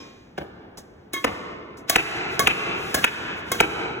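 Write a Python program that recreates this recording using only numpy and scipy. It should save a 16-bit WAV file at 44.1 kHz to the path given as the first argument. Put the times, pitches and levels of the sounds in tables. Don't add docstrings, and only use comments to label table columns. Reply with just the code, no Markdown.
import sys
import numpy as np
from scipy import signal
from scipy.fft import rfft, irfft, next_fast_len
from scipy.io import wavfile
from scipy.ndimage import uniform_filter1d

SR = 44100
rng = np.random.default_rng(int(sys.argv[2]) if len(sys.argv) > 2 else 0)


def dump_mix(stems):
    frames = np.atleast_2d(stems).T
    limited = np.clip(frames, -1, 1)
    pcm = np.round(limited * 32767).astype(np.int16)
    wavfile.write(sys.argv[1], SR, pcm)


N = 176400
T = np.arange(SR // 2) / SR
MID_S = T[-1] / 2

# start_s, crack_db, crack_hold_s, body_db, ring_db, ring_t60_s, lowest_mode_hz,
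# overtones_db, thump_hz, thump_db
STROKES = [(1.133, -24, 0.0038, -34.5, -31, 0.13, 1100, 6, 325, -23.5),
           (1.8955, -6.5, 0.0028, -22.5, -22, 0.088, 1130, 4.5, 680, -13.5),
           (2.3928, -10, 0.0023, -17, -12.5, 0.055, 1105, -0.5, 400, -16.5),
           (2.942, -14, 0.0084, -18, -22, 0.042, 1079, 1.5, 1680, -19),
           (3.5162, -15.5, 0.0027, -23, -20.5, 0.048, 1092, 3, 446, -20.5)]
# freq_hz, level_db
THUD_SPECTRUM = [(25, -43), (45, -18), (70, 11.5), (120, 4.5), (300, 3), (700, 1.5), (3000, -38)]


def racket():
    # freq_hz, level_db
    crack_spectrum = [(300, -40.5), (1500, -1.5), (2800, 1), (4000, 2.5), (5500, 3), (9000, 1), (12000, -1),
                      (14500, -5), (16000, 4)]
    sizzle_spectrum = [(1500, -1), (4000, -6), (6500, 3.5), (9000, -20), (12000, -4), (16000, -11)]
    body_spectrum = [(40, -7), (140, 3.5), (300, 7), (480, 4), (700, 9), (950, -8), (1650, 6), (2600, -60),
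                     (6000, -43)]
    out = np.zeros(N)
    for start_s, crack_db, hold_s, body_db, *_, thump_hz, thump_db in STROKES:
        crack = crackling(blow(rise_s=0.00096, hold_s=hold_s, fall_s=0.0085), depth_db=2.5, rate_hz=680)
        add(out, start_s, amp(crack_db) * burst(crack, crack_spectrum))
        sizzle = crackling(blow(rise_s=0.004, hold_s=0.02, fall_s=0.019), depth_db=3, rate_hz=470)
        add(out, start_s, amp(crack_db - 17) * burst(sizzle, sizzle_spectrum))
        body = blow(rise_s=0.00063, hold_s=0.00725, fall_s=0.0084)
        add(out, start_s, amp(body_db) * burst(body, body_spectrum))
        add(out, start_s, amp(thump_db) * damped_mode(thump_hz, peak_s=0.006))
    return out


def strings(waver=0.33, jitter=0.016, settle_s=0.049, detune=0.0075, spread_db=1.5, fade_power=3.33):
    # pitch_hz, level_db, t60_ratio
    overtones = [(1715, -13, 0.91), (2140, -8, 1.1), (2182, -5, 0.49), (3290, -8.5, 0.91), (3800, -12, .8),
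                 (6540, -17, 0.64)]
    out = np.zeros(N)
    for start_s, _, _, _, ring_db, t60_s, lowest_hz, overtones_db, _, _ in STROKES:
        modes = [(lowest_hz, 0, 1)] + [(hz, db + overtones_db, ratio) for hz, db, ratio in overtones]
        for hz, db, t60_ratio in modes:
            tune, strength = rng.uniform(-1, 1, 2)
            roughness = jitter * np.exp(-T / settle_s) * wander(rate_hz=120)
            pitch_hz = hz * (1 + detune * tune + roughness)
            fade_db = 60 * (T / (t60_s * t60_ratio)) ** fade_power
            envelope = amp(ring_db + db + spread_db * strength - fade_db) * (1 - np.exp(-T / 0.0044))
            envelope *= 1 + waver * wander(rate_hz=90)
            add(out, start_s, envelope * np.sin(2 * np.pi * (np.cumsum(pitch_hz) / SR + rng.random())))
    return out


def wall(hiss_rise_s=0.0099):
    # snap_s, slap_db, ring_db, clack_db, hollow_db, boom_db, snap_db, floor_delay_s
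    impacts = [(0.3788, -33.5, -36, -26, -23, -36.5, -38, 0.0053),
               (1.2442, -21.5, -18.5, -13.5, -15, -30.5, -14, 0.004),
               (1.9599, -19.5, 3, -9, -7.5, -37, 1, .00404),
               (2.4738, -18.5, 1.5, -7, -13.5, -32, -5, 0.004),
               (3.0437, -16.5, -2, -12.5, -24, -36.5, -5, .00426),
               (3.605, -18.5, -2, -8, -8.5, -30, -3.5, 0.0044)]
    # pitch_hz, level_db, peak_s
    panel_modes = [(189, -13.5, 0.00721), (292, -4.5, 0.00586), (518, -1.5, 0.003595), (530, -14, 0.00813),
                   (762, -3.5, 0.003365)]
    # freq_hz, level_db
    hiss_spectrum = [(300, -34), (1200, -15), (2600, -11), (3600, -19.5), (6000, -27), (16000, -59)]
    ring_spectrum = [(1500, -34), (2100, -8), (2550, -1), (2850, -6), (3200, -14.5), (4200, -20.5),
                     (6000, -53)]
    clack_spectrum = [(600, -43), (950, -6.5), (1200, -2), (1700, -2), (2100, -7), (2800, -42)]
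    snap_spectrum = [(2000, 3.5), (4000, -7), (7500, -5.5), (11000, -10.5), (16000, -14)]
    slap_spectrum = [(60, -25), (250, -6.5), (600, -1.5), (1300, 6), (2500, 4), (3300, 1.5), (4200, -5),
                     (5200, -5), (8000, -22.5), (12000, -23.5), (16000, -26)]
    # freq_hz, gain_db
    floor_gain = [(200, 0), (700, 2.5), (1600, -0.5), (2600, -8.5), (6000, -1.5), (16000, 1.5)]
    knocks, bounce = np.zeros(N), np.zeros(N)
    for snap_s, slap_db, ring_db, clack_db, hollow_db, boom_db, snap_db, floor_delay_s in impacts:
        knock_hiss = np.exp(-abs(T - MID_S) / hiss_rise_s) * burst(np.ones(len(T)), hiss_spectrum)
        knock = amp(ring_db) * (bending_chirp(ring_spectrum) + amp(-20) * knock_hiss)
        knock += amp(clack_db) * bending_chirp(clack_spectrum)
        snap = blow(rise_s=0.00006, hold_s=0.000558, fall_s=0.00028)
        add(knock, MID_S, amp(snap_db) * burst(snap, snap_spectrum))
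        slap = blow(rise_s=0.00098, hold_s=0.0058, fall_s=0.0052)
        add(knock, MID_S - 0.0015, amp(slap_db) * burst(slap, slap_spectrum))
        hollow = sum(amp(db) * damped_mode(hz, peak_s) for hz, db, peak_s in panel_modes)
        add(knock, MID_S - 0.0008, amp(hollow_db) * hollow)
        boom = blow(rise_s=0.0079, hold_s=0.021, fall_s=0.03)
        add(knock, MID_S + 0.012, amp(boom_db) * burst(boom, THUD_SPECTRUM))
        rattle = crackling(blow(rise_s=0.00042, hold_s=0.005, fall_s=0.0032), depth_db=4.5, rate_hz=180)
        add(knock, MID_S - 0.002, amp(ring_db - 11) * burst(rattle, ring_spectrum))
        add(knocks, snap_s - MID_S, knock)
        floor = lambda hz: amp(lookup(floor_gain, hz)) * np.exp(-2j * np.pi * hz * floor_delay_s)
        add(bounce, snap_s - MID_S, filtered(knock, floor))
    return knocks, bounce


def bending_chirp(spectrum):
    # freq_hz, delay_s
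    arrival = [(500, .003), (1100, .0022), (1700, .0013), (2200, 0), (2600, -.0013), (3200, -.0026),
               (4500, -.001)]
    hz = np.fft.rfftfreq(len(T), 1 / SR)
    phase = 2 * np.pi * np.cumsum(lookup(arrival, hz)) * hz[1]
    pulse = np.fft.fftshift(irfft(amp(lookup(spectrum, hz)) * np.exp(-1j * phase), len(T)))
    return pulse / abs(pulse).max()


def player():
    # start_s, length_s, level_db
    scuffs = [(0.772, 0.027, -38.5), (1.77, 0.032, -48.5), (2.165, 0.0024, -31)]
    # start_s, level_db
    steps = [(1.487, -55), (2.132, -39), (2.41, -26.5), (2.66, -38), (2.748, -49), (2.95, -31.5),
             (3.202, -38.5), (3.54, -37.5), (3.882, -45)]
    # peak_s, rise_s, level_db
    swishes = [(1.135, 0.0058, -38), (1.899, 0.013, -30), (2.341, 0.041, -42), (2.801, 0.03, -49),
               (2.903, 0.14, -39.5), (3.387, 0.027, -47), (3.511, 0.053, -45.5)]
    # freq_hz, level_db
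    scuff_spectrum = [(200, 1), (900, -3), (2500, -16), (4000, -9), (6000, -5), (8500, -11.5),
                      (11000, -15.5), (16000, -20)]
    swish_spectrum = [(200, -21), (1500, 12), (4000, 7), (6500, 2.5), (9000, -6), (12000, -6), (16000, -12)]
    out = np.zeros(N)
    for start_s, length_s, db in scuffs:
        scuff = blow(rise_s=0.00098, hold_s=length_s / 2, fall_s=length_s * 0.55)
        add(out, start_s, amp(db) * burst(scuff, scuff_spectrum))
    for start_s, db in steps:
        step = blow(rise_s=0.0055, hold_s=0.0415, fall_s=0.012)
        add(out, start_s, amp(db) * burst(step, THUD_SPECTRUM))
    for peak_s, rise_s, db in swishes:
        swell = np.exp(-((T - MID_S) / rise_s) ** 2)
        add(out, peak_s - MID_S, amp(db) * swell * burst(np.ones(len(T)), swish_spectrum))
    return out


def frame_ring():
    # pitch_hz, level_db, t60_s
    modes = [(1076, -46.5, 0.73), (2430, -49, 0.93), (3155, -54.5, 0.78), (3770, -53, 0.67),
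             (4527, -60, 0.98), (5250, -43, 0.19), (5938, -54.5, 0.48)]
    t = np.arange(N) / SR
    return sum(amp(db - 60 * t / t60_s) * np.sin(2 * np.pi * hz * t) for hz, db, t60_s in modes)


def hall(x, early_s=0.031, early_width_s=0.012, build_s=0.0022, far_s=0.25, far_width_s=0.065, far_db=2):
    # freq_hz, t60_s
    decay = [(80, 6.5), (300, 5), (1000, 2.5), (2200, 2.0), (4000, 1.6), (6500, 1), (10000, 0.62),
             (15000, 0.42)]
    # freq_hz, gain_db
    tail_gain = [(60, -6), (170, -4.5), (350, -2.5), (600, -7.5), (1200, -2), (2500, -8.5), (4000, -9),
                 (6500, -12), (10000, -14), (13000, -12.5), (16000, -15)]
    early_gain = [(80, -9.5), (300, -8.5), (1000, -10), (2500, -4), (6000, -18.5), (15000, -25)]
    t = np.arange(2 * SR) / SR
    hz, frame_s, bands = signal.stft(rng.standard_normal((2, len(t))), SR, nperseg=256)
    t60_s = lookup(decay, hz)[:, None]
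    bands = bands * amp(-60 * frame_s / t60_s) / np.sqrt(t60_s * SR / np.log(1e6))
    tail = signal.istft(bands, SR, nperseg=256)[1][:, :len(t)]
    tail *= (1 - np.exp(-t / build_s)) * amp(far_db * np.exp(-((t - far_s) / far_width_s) ** 2))
    early = rng.standard_normal((2, len(t))) * np.exp(-((t - early_s) / early_width_s) ** 2 / 2)
    response = coloured(tail, tail_gain) + coloured(early / np.linalg.norm(early[0]), early_gain)
    return signal.fftconvolve(x[None], diffuse(response), axes=1)[:, :N]


def moving_echoes(x, paths=4):
    path = (np.arange(N) // (SR // 2)) % paths
    return sum(hall(x * (path == k)) for k in range(paths))


def background(air_db=-50.5, echo_db=-42, echo_fall_db_per_s=60):
    # freq_hz, level_db
    air_spectrum = [(20, -29), (35, 0), (60, 5), (110, 4), (200, 4.5), (350, 1.5), (600, -3.5),
                    (1200, -10.5), (2500, -17), (5000, -36), (9000, -46), (16000, -41)]
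    echo_spectrum = [(60, -15), (330, 2), (600, -7), (1100, -13.5), (2000, -12), (3200, -15),
                     (6500, -20.5), (9000, -37.5), (16000, -42)]
    air = unit_rms(coloured(rng.standard_normal((2, N)), air_spectrum))
    echo = unit_rms(coloured(rng.standard_normal((2, N)), echo_spectrum))
    return diffuse(amp(air_db) * air + amp(echo_db - echo_fall_db_per_s * np.arange(N) / SR) * echo)


def direct(x, lag_s):
    left = filtered(x, lambda hz: np.exp(-2j * np.pi * hz * lag_s * np.exp(-(hz / 1700) ** 2)))
    return np.array([left, x])


def diffuse(pair):
    # freq_hz, coherence
    coherence = [(60, 1), (200, 0.97), (380, 0.56), (650, 0.066), (1500, 0.031), (2500, 0.85), (3500, 0.61),
                 (5000, 1), (15000, 1)]
    mid = filtered(pair[0], lambda hz: np.sqrt((1 + lookup(coherence, hz)) / 2))
    side = filtered(pair[1], lambda hz: np.sqrt((1 - lookup(coherence, hz)) / 2))
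    return np.array([mid + side, mid - side])


def damped_mode(hz, peak_s, swell=6.9):
    return (T / peak_s * np.exp(1 - T / peak_s)) ** swell * np.sin(2 * np.pi * hz * (T - peak_s))


def burst(envelope, spectrum):
    n = len(envelope)
    noise = rng.standard_normal(n)
    for _ in range(3):
        noise = irfft(np.exp(1j * np.angle(rfft(noise * envelope))), n)
        noise /= np.sqrt(abs(uniform_filter1d(noise ** 2, size=64)) + 1e-14)
    return unit_rms(coloured(noise * envelope, spectrum)) * np.sqrt(np.mean(envelope ** 2))


def blow(rise_s, hold_s, fall_s):
    return (1 - np.exp(-T / rise_s)) * np.exp(-np.maximum(T - hold_s, 0) / fall_s)


def crackling(envelope, depth_db, rate_hz):
    uneven = envelope * amp(depth_db * wander(rate_hz))
    return uneven * np.linalg.norm(envelope) / np.linalg.norm(uneven)


def wander(rate_hz):
    return unit_rms(filtered(rng.standard_normal(len(T)), lambda hz: np.exp(-(hz / rate_hz) ** 2)))


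def filtered(x, gain):
    size = next_fast_len(x.shape[-1] + 4096)
    return irfft(rfft(x, size) * gain(np.fft.rfftfreq(size, 1 / SR)), size)[..., :x.shape[-1]]


def coloured(x, spectrum):
    return filtered(x, lambda hz: amp(lookup(spectrum, hz)))


def lookup(table, hz):
    freq_hz, value = np.transpose(table)
    return np.interp(np.log(hz + 1), np.log(freq_hz + 1), value)


def add(mix, start_s, sound):
    part = mix[max(round(start_s * SR), 0):][:len(sound)]
    part += sound[:len(part)]


def amp(db):
    return 10 ** (np.asarray(db) / 20)


def unit_rms(x):
    return x / np.sqrt(np.mean(x ** 2) + 1e-20)


def scene():
    send_db = dict(stroke=4, strings=-6.5, player=-5, wall=2.5)
    # freq_hz, left_lead_rad
    port_phase = [(0, 0), (350, .05), (1600, 1.1), (2500, 2.6), (3000, 2.1), (3700, 1.8), (4600, 3.1),
                  (6400, 6), (7200, 6.45), (8900, 9.4), (10600, 12.3), (11500, 12.7), (13100, 15.7),
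                  (15000, 18.8), (16000, 19)]
    strokes, ring, (knocks, bounce), moves = racket(), strings(), wall(), player()
    near = direct(strokes + ring + moves + frame_ring(), lag_s=0.00042)
    near += direct(knocks + bounce, lag_s=0.00048)
    send = (amp(send_db["stroke"]) * strokes + amp(send_db["strings"]) * ring
            + amp(send_db["player"]) * moves + amp(send_db["wall"]) * knocks)
    left, right = (near + moving_echoes(send) + background()) * signal.windows.tukey(N, 0.002)
    right = filtered(right, lambda hz: np.exp(-1j * np.interp(hz, *np.transpose(port_phase))))
    return np.array([left, right])


def record(dry, threshold_db=-9, squeeze=0.61, attack_s=0.0061, recover_db_per_s=35, ceiling=0.9,
           low_hz=44, high_hz=16000):
    level_db = 20 * np.log10(abs(dry).max(0) + 1e-9)
    cut_db = squeeze * np.maximum(level_db - threshold_db, 0)
    recovery_db = np.arange(N) / SR * recover_db_per_s
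    held_db = np.maximum.accumulate(cut_db + recovery_db) - recovery_db
    pole = np.exp(-1 / (attack_s * SR))
    ducked = dry / amp(signal.lfilter([1 - pole], [1, -pole], held_db))
    clipped = ducked / (1 + (ducked / ceiling) ** 8) ** (1 / 8)
    highpass = signal.butter(3, low_hz, "high", fs=SR, output="sos")
    lowpass = signal.firwin(255, high_hz, window=("kaiser", 8), fs=SR)
    return signal.oaconvolve(signal.sosfilt(highpass, clipped), lowpass[None], "same")


dry = scene()
out = record(dry)
dump_mix(out)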